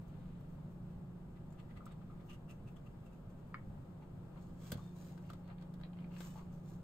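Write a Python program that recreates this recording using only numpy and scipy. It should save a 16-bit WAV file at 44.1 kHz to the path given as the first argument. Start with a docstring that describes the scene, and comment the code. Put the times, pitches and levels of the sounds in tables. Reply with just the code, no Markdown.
"""A paint palette on a table in a small room, close to a stereo microphone; two motors hum behind it.
First a water brush swirls, dabs and scrubs, its wet bristles catching on the plastic, and the tray
ticks under it, hardest at 3.5 s. Near 4.7 s the brush is knocked down and the table thumps. Then a
hand slides about, fingers handle things with small clicks and rustles, and the brush is picked up again."""
import sys
import numpy as np
from scipy import signal
from scipy.fft import rfft, irfft, next_fast_len
from scipy.io import wavfile
from scipy.ndimage import map_coordinates

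SR = 44100
rng = np.random.default_rng(int(sys.argv[2]) if len(sys.argv) > 2 else 0)


def materialize(psi):
    """Save the field psi as 16-bit PCM at rate SR to the path in sys.argv[1].

    A 1-D psi becomes a single channel; in a 2-D psi each row is a channel.
    """
    bounded = np.clip(np.atleast_2d(psi).T, -1, 1)
    quanta = np.round(bounded * 32767).astype(np.int16)
    wavfile.write(sys.argv[1], SR, quanta)


N = 301203

# quick scrubs over a cake of paint: middle t/s, level/dB, rasp f/Hz
CAKE_SCRUBS = [(1.37, -72.5, 2620), (1.598, -64.5, 2737), (1.71, -67.5, 1990), (1.774, -64.5, 2040),
               (1.878, -67.5, 3560), (1.918, -67, 3700), (2.021, -74, 2460), (2.109, -76, 2210),
               (2.208, -72, 2060), (4.031, -72.5, 2360)]
# stirs through a puddle: middle t/s, length/s, squelch level/dB, squelch f/Hz, hiss level/dB
PUDDLE_STIRS = [(2.307, 0.023, -61.5, 2800, -68), (2.338, 0.024, -67.5, 2870, -68.5),
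                (2.507, .025, -65, 2710, -67.5), (2.683, 0.019, -69.5, 2600, -75),
                (2.769, 0.01, -69, 3220, -74), (2.87, 0.014, -71.5, 2670, -77),
                (2.905, 0.013, -89, 2700, -82), (3.07, 0.018, -75.5, 2700, -78),
                (3.134, 0.028, -82.5, 2600, -79), (3.305, 0.018, -87, 2690, -78.5),
                (3.391, 0.029, -89, 2690, -83)]
# slow, light swirls through wet paint: middle t/s, length/s, level/dB
PAINT_SWIRLS = [(0.226, 0.41, -78), (0.9, 0.1, -80.5)]
# light wipes of the wet tip across a well: middle t/s, length/s, level/dB
TIP_WIPES = [(0.018, 0.028, -83), (0.084, 0.018, -78), (.41, 0.013, -79), (.52, 0.059, -84),
             (.72, 0.033, -84), (0.912, .025, -83), (1.31, .012, -84), (1.467, 0.0099, -83),
             (2.272, 0.037, -79), (2.545, 0.037, -83), (2.708, .04, -84), (3.056, 0.033, -83),
             (3.489, .04, -86), (3.687, .04, -90)]
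# colour of a wipe: f/Hz, level/dB
WIPE_COLOUR = [(1500, -23), (5500, -2), (8000, -4.5), (12000, -2), (15000, -1)]
# resonances of a mixing well: f/Hz, width/Hz, level/dB
WELL_MODES = [(1210, 29, 11.5), (2120, 1200, -8.5), (3500, 1100, -11)]
# the hollow of a paint pan: f/Hz, width/Hz, lift/dB
PAN_PEAKS = [(1230, 140, 8), (1990, 89, 7), (2460, 120, -1), (3720, 170, 2), (4400, 200, 7)]
# hiss of the bristles: f/Hz, level/dB
BRISTLE_COLOUR = [(1500, 14), (4000, 5.5), (6300, 7), (8000, 4.5), (11000, 8), (15000, -1.5)]
# resonances in that hiss: f/Hz, width/Hz, lift/dB
BRISTLE_PEAKS = [(6300, 340, 5.5), (7600, 350, 1.5), (8700, 440, 4)]
# wet bristles part: t/s, level/dB, f/Hz
BRISTLE_TICKS = [(1.504, -69, 7000), (1.524, -62.5, 7400), (1.598, -69, 7640), (1.772, -67.5, 7760),
                 (1.8555, -56.5, 8250), (1.919, -69.5, 8250), (2.295, -65, 6360), (2.508, -62, 7600),
                 (2.761, -69, 7900), (3.061, -70, 8300)]
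# rustle of brush and fingers: f/Hz, level/dB
RUSTLE_COLOUR = [(600, 3.5), (1300, 8), (2500, 8), (4200, 2), (5500, -16), (9000, -29), (14000, -22)]

# the palette rocks and ticks: t/s, level/dB
TRAY_TAPS = [(1.806, -50.5), (1.824, -64), (1.865, -47.5), (2.015, -59), (2.099, -56.5), (2.117, -60),
             (3.5429, -33), (5.3003, -47), (5.3322, -61)]
# ring of the plastic tray: f/Hz, level/dB, t60/s
TRAY_MODES = [(1082, -4.5, 0.028), (1237, 2.5, 0.021), (1304, 4, 0.018), (1770, -2, 0.012),
              (1837, 1.5, 0.013), (1956, -0.5, 0.013), (2080, -15, .035), (2207, -13, 0.067),
              (2950, -18, 0.021), (4030, -24, .018), (4850, -23, 0.02)]
# snap of a tap: f/Hz, level/dB
SNAP_COLOUR = [(600, 6), (1300, 13), (2500, 3), (4800, 0), (5600, -24), (9000, -40)]
# hard clicks of the brush's barrel: t/s, level/dB, tilt/(dB per octave)
BARREL_CLICKS = [(1.857, -53, 10), (4.7182, -35, 0.5), (4.7215, -43.5, 0.5), (4.7275, -55, -2),
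                 (4.738, -52, 1), (4.748, -54, -14), (4.774, -56, -3), (5.176, -53, -5),
                 (5.3004, -47, -3.5), (5.332, -50, -4), (5.476, -55.5, -5.5), (5.611, -57, -5),
                 (5.622, -51.5, -6), (5.738, -57, -1.5), (5.799, -58, -6.5), (5.811, -53.5, -5.5),
                 (6.003, -62.5, -4), (6.2041, -46, -2), (6.2065, -46.5, -3)]
# crack of a click: f/Hz, level/dB
CRACK_COLOUR = [(200, -13), (530, 8), (900, 1.5), (1400, 3), (2500, -4.5), (3300, 1.5), (4500, 1),
                (5300, -3), (6900, -5), (9300, -3), (15000, -5)]
# ring of the barrel: f/Hz, level/dB, t60/s
TUBE_MODES = [(527, 3.5, 0.026), (920, -4, 0.023), (1547, 3, 0.025), (2048, -4.5, 0.036),
              (3110, -5.5, 0.042), (3396, -2, 0.03), (3640, -8, .03), (3970, -9, 0.02), (4180, -8, .025),
              (4460, -4, 0.033), (4800, -7, 0.034), (6500, -9, 0.022), (8100, -5.5, 0.025),
              (9500, 8, 0.016), (12300, 0, 0.017)]
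# the hand lands on the table: t/s, level/dB, rise/s
TABLE_THUMPS = [(4.7256, -30, 0.0051), (4.7541, -33, 0.0064)]
# ring of the table top: f/Hz, level/dB, t60/s
TABLE_MODES = [(104.5, -8, 0.15), (153, 4.5, 0.045), (210, 1.5, 0.036), (295, -19, 0.03), (480, -8, 0.036),
               (570, -10, 0.033)]

# skin and sleeve sweep the table: fastest t/s, rise/s, level/dB, share of SKIN_PEAKS (0 to 1),
# tilt/(dB per octave), lower singing f/Hz, upper singing f/Hz
HAND_SWEEPS = [(4.42, 0.05, -77.5, .7, 0, 4400, 6750), (4.675, 0.074, -64, 0.5, -0.42, 3260, 7730),
               (4.839, 0.033, -71, 1, -0.78, 3620, 4400), (5.015, 0.065, -67, .3, 0.86, 4000, 6900),
               (5.27, 0.062, -75.5, 0.4, 0, 4647, 7500), (6.228, 0.062, -61, 0.4, 0.57, 2580, 7310),
               (6.385, 0.026, -70, .5, -0.87, 4500, 7000), (6.54, 0.027, -76, .8, 1.4, 6296, 8340),
               (6.699, 0.054, -74, 1, 1.6, 4026, 6980)]
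# hiss of sliding skin: f/Hz, level/dB
SKIN_COLOUR = [(300, -10), (1000, 9.5), (2000, 1.5), (4000, 0), (5300, -0.5), (6600, 0), (7900, -2.5),
               (9000, -3), (12500, -4), (15500, -5)]
# resonances common to all sweeps: f/Hz, width/Hz, lift/dB
SKIN_PEAKS = [(3430, 40, 7), (3620, 45, 13), (4250, 60, 10), (5290, 45, 7), (5790, 70, 8), (6240, 45, 7),
              (6480, 55, 8), (6720, 60, 11), (7220, 55, 12), (8050, 50, 6), (8530, 55, 8)]
# fingers rub and scrape: middle t/s, length/s, level/dB, scrape f/Hz
FINGER_RUBS = [(4.374, 0.028, -72.5, 1340), (4.659, 0.065, -80, 1190), (5.108, 0.05, -76.5, 4040),
               (5.257, 0.043, -77.5, 2900), (5.297, .01, -66, 2850), (5.458, .03, -78, 4300),
               (5.509, 0.035, -66, 1640), (5.614, 0.05, -80, 4500), (5.849, 0.02, -72, 3900),
               (6.002, .06, -75.5, 2370), (6.161, 0.06, -68.5, 2850), (6.278, .03, -74, 1100),
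               (6.39, 0.046, -72, 1100)]
# dull part of a rub: f/Hz, level/dB
RUB_COLOUR = [(200, -38), (500, 2), (900, 1.5), (1300, -0.5), (2200, -54), (5000, -57)]
# resonances of the things handled: f/Hz, width/Hz, lift/dB
HANDLED_PEAKS = [(1210, 70, 0), (1600, 70, 7), (2125, 72, 8.5), (2470, 85, 4.5), (2750, 80, 9),
                 (3230, 70, 6), (4030, 97, 4.5), (4360, 150, 10)]
# dry slips of the fingers: t/s, level/dB, f/Hz
FINGER_CRACKLES = [(5.499, -68, 2150), (5.582, -63, 3700), (5.8347, -51, 3900), (5.931, -62, 3100),
                   (5.97, -65, 2040), (5.987, -60.5, 3100), (6.003, -68, 2880), (6.022, -68, 2500),
                   (6.043, -60.5, 2280), (6.1182, -62, 2500), (6.138, -69, 2490), (6.1646, -55, 1620)]
# soft knocks of fingers and pans: t/s, level/dB, f/Hz
SOFT_KNOCKS = [(1.106, -56, 520), (4.023, -55, 850), (4.089, -57, 560), (4.78, -52, 1074),
               (4.791, -53.5, 1155), (4.805, -57, 1117), (6.357, -47.5, 860), (6.418, -53.5, 1104)]
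# hollow ring of a knock: multiple of its pitch, level/dB, t60/s
HOLLOW_MODES = [(1, 2, 0.034), (.8, -3, .03), (1.16, -11, 0.023)]

# the upper motor's hum ebbs and returns: t/s, level/dB
HUM_LEVEL = [(0, -51), (.8, -52), (3.0, -59), (4.9, -50), (6.1, -47), (6.83, -49.5)]
# course of the room's rumble: t/s, level/dB
RUMBLE_COURSE = [(0, -52), (.9, -51.5), (1.4, -53), (2.1, -52), (3.45, -54), (3.69, -49.5), (3.85, -53.5),
                 (4.6, -52.5), (5.3, -54.5), (6.1, -53), (6.83, -54)]
# colour of the rumble: f/Hz, level/dB
RUMBLE_COLOUR = [(20, -3.5), (32, 1), (65, -7), (120, 1.5), (200, -4), (290, -17.5), (500, -58.5)]
# thin rush of the room's air: f/Hz, level/dB
AIR_COLOUR = [(120, -12.5), (250, 2.5), (350, 1), (440, -3.5), (560, -3), (700, -7), (850, -7.5),
              (1000, -11.5), (1250, -12.5), (2000, -24), (3000, -26.5), (6000, -38), (9000, -35),
              (15000, -42)]
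# decay of the small room: f/Hz, t60/s
ROOM_DECAY = [(150, 0.1), (2000, 0.2), (12000, 0.022)]
# room tone at the microphone: f/Hz, left-right likeness (-1 to 1)
FAR_LIKENESS = [(120, 0.98), (260, 0.82), (600, 0.3), (1200, 0.47), (2000, -0.099), (3000, -0.36),
                (5500, 0.31), (7400, 0.68), (12000, 1), (14000, .9)]
# close sounds at the microphone: f/Hz, left-right likeness (-1 to 1)
NEAR_LIKENESS = [(200, 0.76), (1200, 0.35), (3000, 0.1), (5500, 0.26), (7400, 1), (13000, 1)]
# phase between the microphone ports: f/Hz, lead of left/rad
MIC_PHASE = [(4500, 0), (5700, 2.6), (6500, 1.1), (7500, 0), (9000, -1.7), (10000, -3), (10900, -3.25),
             (13200, -6.28), (14300, -6.28), (15700, -8.4)]
# balance of the ports: f/Hz, level of left over right/dB
MIC_BALANCE = [(120, -0.5), (400, 0), (800, 5), (1400, 2.5), (3500, 2), (6200, -3), (7500, 0)]

SIDE = np.array([[.5], [-.5]])  # splits a difference between left and right


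def brush():
    """Close up, wet bristles catch on plastic: wells ring, hairs hiss, paint rasps, a puddle squelches."""
    track = np.zeros((2, N))
    scrub_s, rasp_width_hz, rasp_lift_db = .021, 260, 9.5
    well = lambda length: stroke(length, lambda hz: resonances(WELL_MODES, hz), grain_db=0)
    hiss = lambda length: stroke(length, lifted(BRISTLE_COLOUR, BRISTLE_PEAKS), grain_db=1)

    def rasp(length, hz):
        """A paint pan's hollow, with a wet resonance for this stroke alone."""
        peaks = PAN_PEAKS + [(hz, rasp_width_hz, rasp_lift_db)]
        return stroke(length, lifted(RUSTLE_COLOUR, peaks), grain_db=3)

    for s, db, rasp_hz in CAKE_SCRUBS:
        scrub = well(scrub_s) + rasp(scrub_s, rasp_hz) + amp(-13) * hiss(scrub_s)
        add(track, s - 2 * scrub_s, amp(db - 2.5) * scrub)
    for s, length, db, squelch_hz, hiss_db in PUDDLE_STIRS:
        puddle = [(squelch_hz, 0.14 * squelch_hz, 0)]
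        # the resonance acts twice, which gives it steep sides
        squelch = stroke(length, lambda hz: resonances(puddle, hz) ** 2, grain_db=1)
        wet = squelch + amp(-8) * rasp(length, squelch_hz) + amp(-4.5) * well(length)
        add(track, s - 2 * length, amp(db) * wet + amp(hiss_db) * hiss(length))
    for s, length, db in PAINT_SWIRLS:
        swirl = stroke(length, colour(RUSTLE_COLOUR), grain_db=3.5) + amp(-10.5) * hiss(length)
        add(track, s - 2 * length, amp(db) * swirl)
    for s, length, db in TIP_WIPES:
        wipe = stroke(length, lifted(WIPE_COLOUR, BRISTLE_PEAKS), grain_db=2)
        add(track, s - 2 * length, amp(db) * wipe)
    return in_room(track, wet_db=-13.5)


def wet_ticks():
    """Films of paint snap between the bristles, each with a short, high ring."""
    track, t = np.zeros((2, N)), np.arange(SR // 16) / SR
    t60_s, width_hz = 0.026, 970
    for s, db, hz in BRISTLE_TICKS:
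        response = lifted(BRISTLE_COLOUR, [(hz, width_hz, 16)])
        snap = stereo(rng.standard_normal((2, len(t))), response, NEAR_LIKENESS)
        add(track, s, snap * amp(db - 60 * t / t60_s) * attack(t, rise_s=0.00098))
    return in_room(track, wet_db=-5.5)


def palette():
    """Taps ring the tray, just right of centre; weak ones rise slowly and stir only its main modes."""
    track, t = np.zeros((2, N)), np.arange(SR // 5) / SR
    snap_db, snap_t60_s = -19.5, 0.022
    hardest_db = max(db for s, db in TRAY_TAPS)
    for s, db in TRAY_TAPS:
        softness = 0.84 * (hardest_db - db)
        modes = [(hz, level - 2.9 * softness * abs(np.log2(hz / 1250)), t60)
                 for hz, level, t60 in TRAY_MODES]
        body = ring(modes, t) * attack(t, rise_s=0.0012 * 2 ** (softness / 2.6))
        noise = unit(filtered(rng.standard_normal(len(t)), colour(SNAP_COLOUR)))
        snap = amp(snap_db - softness - 60 * t / snap_t60_s) * noise
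        add(track, s, amp(db + 0.5) * (body / abs(body).max() + snap))
    # so small a tray radiates little bass
    track = signal.sosfilt(signal.butter(4, 900, "highpass", fs=SR, output="sos"), track)
    return in_room(placed(track, left_db=-1.5, lead_s=-0.000093), wet_db=-11)


def barrel():
    """The brush's plastic barrel cracks and rings on contact; light clicks rise slower and ring less."""
    track, t = np.zeros((2, N)), np.arange(SR // 8) / SR
    crack_t60_s, ring_halves_db, rise_doubles_db = 0.031, 23, 19
    hardest_db = max(db for s, db, tilt_db in BARREL_CLICKS)
    for s, db, tilt_db in BARREL_CLICKS:
        tilt = lambda hz: tilt_db * np.log2(np.maximum(hz, 1000) / 1000)
        response = lambda hz: amp(along(CRACK_COLOUR, hz) + tilt(hz))
        noise = stereo(rng.standard_normal((2, len(t))), response, NEAR_LIKENESS)
        crack = noise * amp(-60 * t / crack_t60_s)
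        modes = [(hz, level + tilt(hz), t60) for hz, level, t60 in TUBE_MODES]
        tube_rms = np.sqrt(sum(amp(level) ** 2 for hz, level, t60 in modes) / 2)
        tube = np.array([ring(modes, t), ring(modes, t)]) / tube_rms
        ring_share = 0.66 * .5 ** ((hardest_db - db) / ring_halves_db)
        click = ring_share * tube + np.sqrt(1 - ring_share ** 2) * crack
        rise_s = 0.00072 * 2 ** ((hardest_db - db) / rise_doubles_db)
        add(track, s, amp(db) * click * attack(t, rise_s))
    return in_room(track, wet_db=-8.5)


def table():
    """The hand lands softly and stirs the low modes of the table top."""
    track, t = np.zeros((2, N)), np.arange(SR // 3) / SR
    for s, db, rise_s in TABLE_THUMPS:
        add(track, s, -amp(db) * ring(TABLE_MODES, t) * attack(t, rise_s))
    return in_room(track, wet_db=-16)


def hand():
    """Skin and sleeve sweep the table, singing in narrow resonances; fingers scrape and rub."""
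    track, t = np.zeros((2, N)), np.arange(SR) / SR - .5
    scratch_db, drag_db, fall_over_rise = 3, 1.4, 1.78
    sing_width_hz, sing_db, weak_width_hz, weak_db = 80, 9, 55, 7
    for s, rise_s, db, ringing, tilt_db, low_hz, high_hz in HAND_SWEEPS:
        shared = [(hz, width, ringing * lift) for hz, width, lift in SKIN_PEAKS]
        singing = [(hz, sing_width_hz, sing_db) for hz in (low_hz, high_hz)]
        weak_hz = np.linspace(1800, 9000, num=14) + rng.uniform(-250, 250, size=14)
        weak = [(hz, weak_width_hz, weak_db) for hz in weak_hz]
        skin = [(hz, level + tilt_db * np.log2(hz / 1000)) for hz, level in SKIN_COLOUR]
        # a sweep gathers speed quickly and runs out more slowly
        speed = np.exp(-np.maximum(-t / rise_s, t / (fall_over_rise * rise_s)) ** 1.54)
        drag = amp(db + drag_db * wobble(34.7, len(t)))
        hiss = friction(lifted(skin, shared + singing + weak), scratch_db, slips_per_s=600, size=len(t))
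        add(track, s + t[0], drag * speed * hiss)
    for s, length, db, scrape_hz in FINGER_RUBS:
        peak = [(scrape_hz, 0.19 * scrape_hz, 8)]
        scrape = stroke(length, lifted(RUSTLE_COLOUR, HANDLED_PEAKS + peak), scratch_db, slips_per_s=220)
        rub_db = 9.5 * np.log2(2290 / scrape_hz)  # low scrapes carry more dull rub
        rub = amp(rub_db) * stroke(length, lifted(RUB_COLOUR, peak), grain_db=1)
        add(track, s - 2 * length, amp(db) * (scrape + rub))
    return in_room(track, wet_db=-14.5)


def crackles():
    """Each slip of the fingers is a quick, dry burst with one broad resonance of its own."""
    track, t = np.zeros((2, N)), np.arange(SR // 12) / SR
    t60_s, width_hz = 0.029, 280
    for s, db, hz in FINGER_CRACKLES:
        response = lifted(RUSTLE_COLOUR, HANDLED_PEAKS + [(hz, width_hz, 11)])
        burst = friction(response, grain_db=1.5, slips_per_s=640, size=len(t))
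        add(track, s, burst * amp(db - 60 * t / t60_s) * attack(t, rise_s=0.00065))
    return in_room(track, wet_db=-8)


def knocks():
    """Soft contacts of fingers and pans stir a hollow, quickly damped ring."""
    track, t = np.zeros((2, N)), np.arange(SR // 8) / SR
    for s, db, hz in SOFT_KNOCKS:
        modes = [(multiple * hz, level, t60) for multiple, level, t60 in HOLLOW_MODES]
        add(track, s, amp(db) * ring(modes, t) * attack(t, rise_s=0.0014))
    return in_room(track, wet_db=-7)


def motors():
    """In the background, two slightly unsteady motors beat against each other."""
    t = np.arange(N) / SR
    low_hz, high_hz = 150.3, 176.6
    high_db = over_time(HUM_LEVEL)
    low_db = -55 + 0.33 * (high_db - high_db.mean())  # follows a third of the ebb
    low_phase = 2 * np.pi * low_hz * t + .45 * wobble(3.7)
    high_phase = 2 * np.pi * high_hz * t + .16 * wobble(4)
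    low = amp(low_db + 2 * wobble(5.1)) * np.sin(low_phase)
    high = amp(high_db + 0.89 * wobble(3.3)) * np.sin(high_phase)
    overtone = amp(-70.5 + 3.2 * wobble(3.25)) * np.sin(2 * high_phase + wobble(14))
    return low + high + overtone


def rumble():
    """The low end of the room tone, gently rising and falling."""
    gain = amp(over_time(RUMBLE_COURSE) + 0.54 * wobble(9.7))
    return gain * stereo(rng.standard_normal((2, N)), colour(RUMBLE_COLOUR), FAR_LIKENESS)


def air():
    """The room's thin, nearly even rush."""
    gain = amp(-61.5 + .5 * wobble(11))
    return gain * stereo(rng.standard_normal((2, N)), colour(AIR_COLOUR), FAR_LIKENESS)


def in_room(x, wet_db):
    """The direct sound plus the room's short answer, 4 ms later and unrelated on each side."""
    hz, t, noise = signal.stft(rng.standard_normal((2, SR // 2)), SR, nperseg=256)
    decay = amp(-60 * t / along(ROOM_DECAY, hz)[:, None])
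    tail = signal.istft(noise * decay, SR, nperseg=256)[1]
    tail = np.pad(tail / np.linalg.norm(tail[0]), ((0, 0), (SR // 250, 0)))
    return x + amp(wet_db) * signal.fftconvolve(x, tail, axes=1)[:, :N]


def reflections(x, echo_db, count):
    """Weak copies from the table and nearby walls ripple the middle and treble."""
    echoes = np.zeros(SR // 40)
    echoes[rng.integers(SR // 500, len(echoes), count)] = amp(echo_db) * rng.choice([-1, 1], count)
    copies = signal.fftconvolve(x, echoes[None], axes=1)[:, :N]
    return x + filtered(copies, colour([(200, -19), (500, -3.5), (1200, -4), (9000, 1.5), (14000, -1.5)]))


def placed(x, left_db, lead_s):
    """A source to one side of the microphone is louder there and arrives earlier."""
    return filtered(x, lambda hz: amp(SIDE * left_db) * np.exp(2j * np.pi * hz * SIDE * lead_s))


def stroke(length, response, grain_db, slips_per_s=700):
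    """Friction under a bell-shaped pressure that peaks after twice the length."""
    t = np.arange(int(4 * length * SR)) / SR
    pressure = np.exp(-2 * (t / length - 2) ** 2)
    return pressure * friction(response, grain_db, slips_per_s, size=len(t))


def friction(response, grain_db, slips_per_s, size):
    """Countless tiny slips of uneven strength, heard through a body."""
    slips = rng.standard_normal((2, size)) * amp(grain_db * wobble(slips_per_s, size))
    return stereo(slips, response, NEAR_LIKENESS)


def ring(modes, t):
    """Damped modes (f/Hz, level/dB, t60/s), struck at slightly new strengths."""
    return sum(amp(db + rng.standard_normal() - 60 * t / t60) * np.sin(2 * np.pi * hz * t)
               for hz, db, t60 in modes)


def attack(t, rise_s):
    """The onset of a contact, from 0 towards 1."""
    return 1 - np.exp(-t / rise_s)


def resonances(modes, hz):
    """The response of resonances (f/Hz, width/Hz, level/dB), alternating in sign."""
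    return sum((-1) ** k * amp(db) * 1j * hz * width / (centre ** 2 - hz ** 2 + 1j * hz * width)
               for k, (centre, width, db) in enumerate(modes))


def lifted(spectrum, peaks):
    """A broad colour with narrow peaks (f/Hz, width/Hz, lift/dB) standing on it."""
    lift = lambda hz: sum(db / (1 + (2 * (hz - centre) / width) ** 2) for centre, width, db in peaks)
    return lambda hz: amp(along(spectrum, hz) + lift(hz))


def colour(spectrum):
    """The response of (f/Hz, level/dB) points."""
    return lambda hz: amp(along(spectrum, hz))


def stereo(pair, response, likeness):
    """Two unrelated noises become a coloured, partly alike left and right of rms 1."""
    angle = lambda hz: np.arccos(np.clip(along(likeness, hz), -1, 1)) / 2
    mid, side = filtered(pair, lambda hz: response(hz) * np.array([np.cos(angle(hz)), np.sin(angle(hz))]))
    return unit(np.array([mid + side, mid - side]))


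def filtered(x, response):
    """x through a frequency response."""
    size = x.shape[-1]
    padded = next_fast_len(size + 8192)
    return irfft(rfft(x, padded) * response(np.fft.rfftfreq(padded, 1 / SR)), padded)[..., :size]


def wobble(rate, size=N):
    """A smooth random curve, rate knots a second."""
    knots = rng.standard_normal(int(size * rate / SR) + 4)
    return map_coordinates(knots, [np.arange(size) * rate / SR])


def along(points, hz):
    """Read (f/Hz, value) points on a log axis."""
    freqs, values = np.transpose(points)
    return np.interp(np.log(hz + 1), np.log(freqs + 1), values)


def over_time(points):
    """One value per sample from (t/s, value) points."""
    return np.interp(np.arange(N) / SR, *np.transpose(points))


def add(track, s, sound):
    """Mix a sound into a track at s seconds."""
    start = round(s * SR)
    sound = sound[..., max(-start, 0):]
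    part = track[..., max(start, 0):][..., :sound.shape[-1]]
    part += sound[..., :part.shape[-1]]


def amp(db):
    """Decibels to gain."""
    return 10 ** (np.asarray(db) / 20)


def unit(x):
    """Scale to rms 1."""
    return x / np.sqrt(np.mean(x ** 2) + 1e-20)


def scene():
    """The table top close up, with the room tone behind it."""
    soft = reflections(air() + brush() + hand(), echo_db=-18.5, count=8)
    room_tone = motors() + rumble()
    return room_tone + soft + wet_ticks() + palette() + barrel() + crackles() + knocks() + table()


def record(dry):
    """The two microphone ports differ in level and phase with frequency; nothing passes above top_hz."""
    top_hz = 15750
    ports = lambda hz: amp(SIDE * along(MIC_BALANCE, hz)) * np.exp(1j * SIDE * along(MIC_PHASE, hz))
    return filtered(dry, lambda hz: ports(hz) * (hz < top_hz))


dry = scene()
out = record(dry)
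materialize(out)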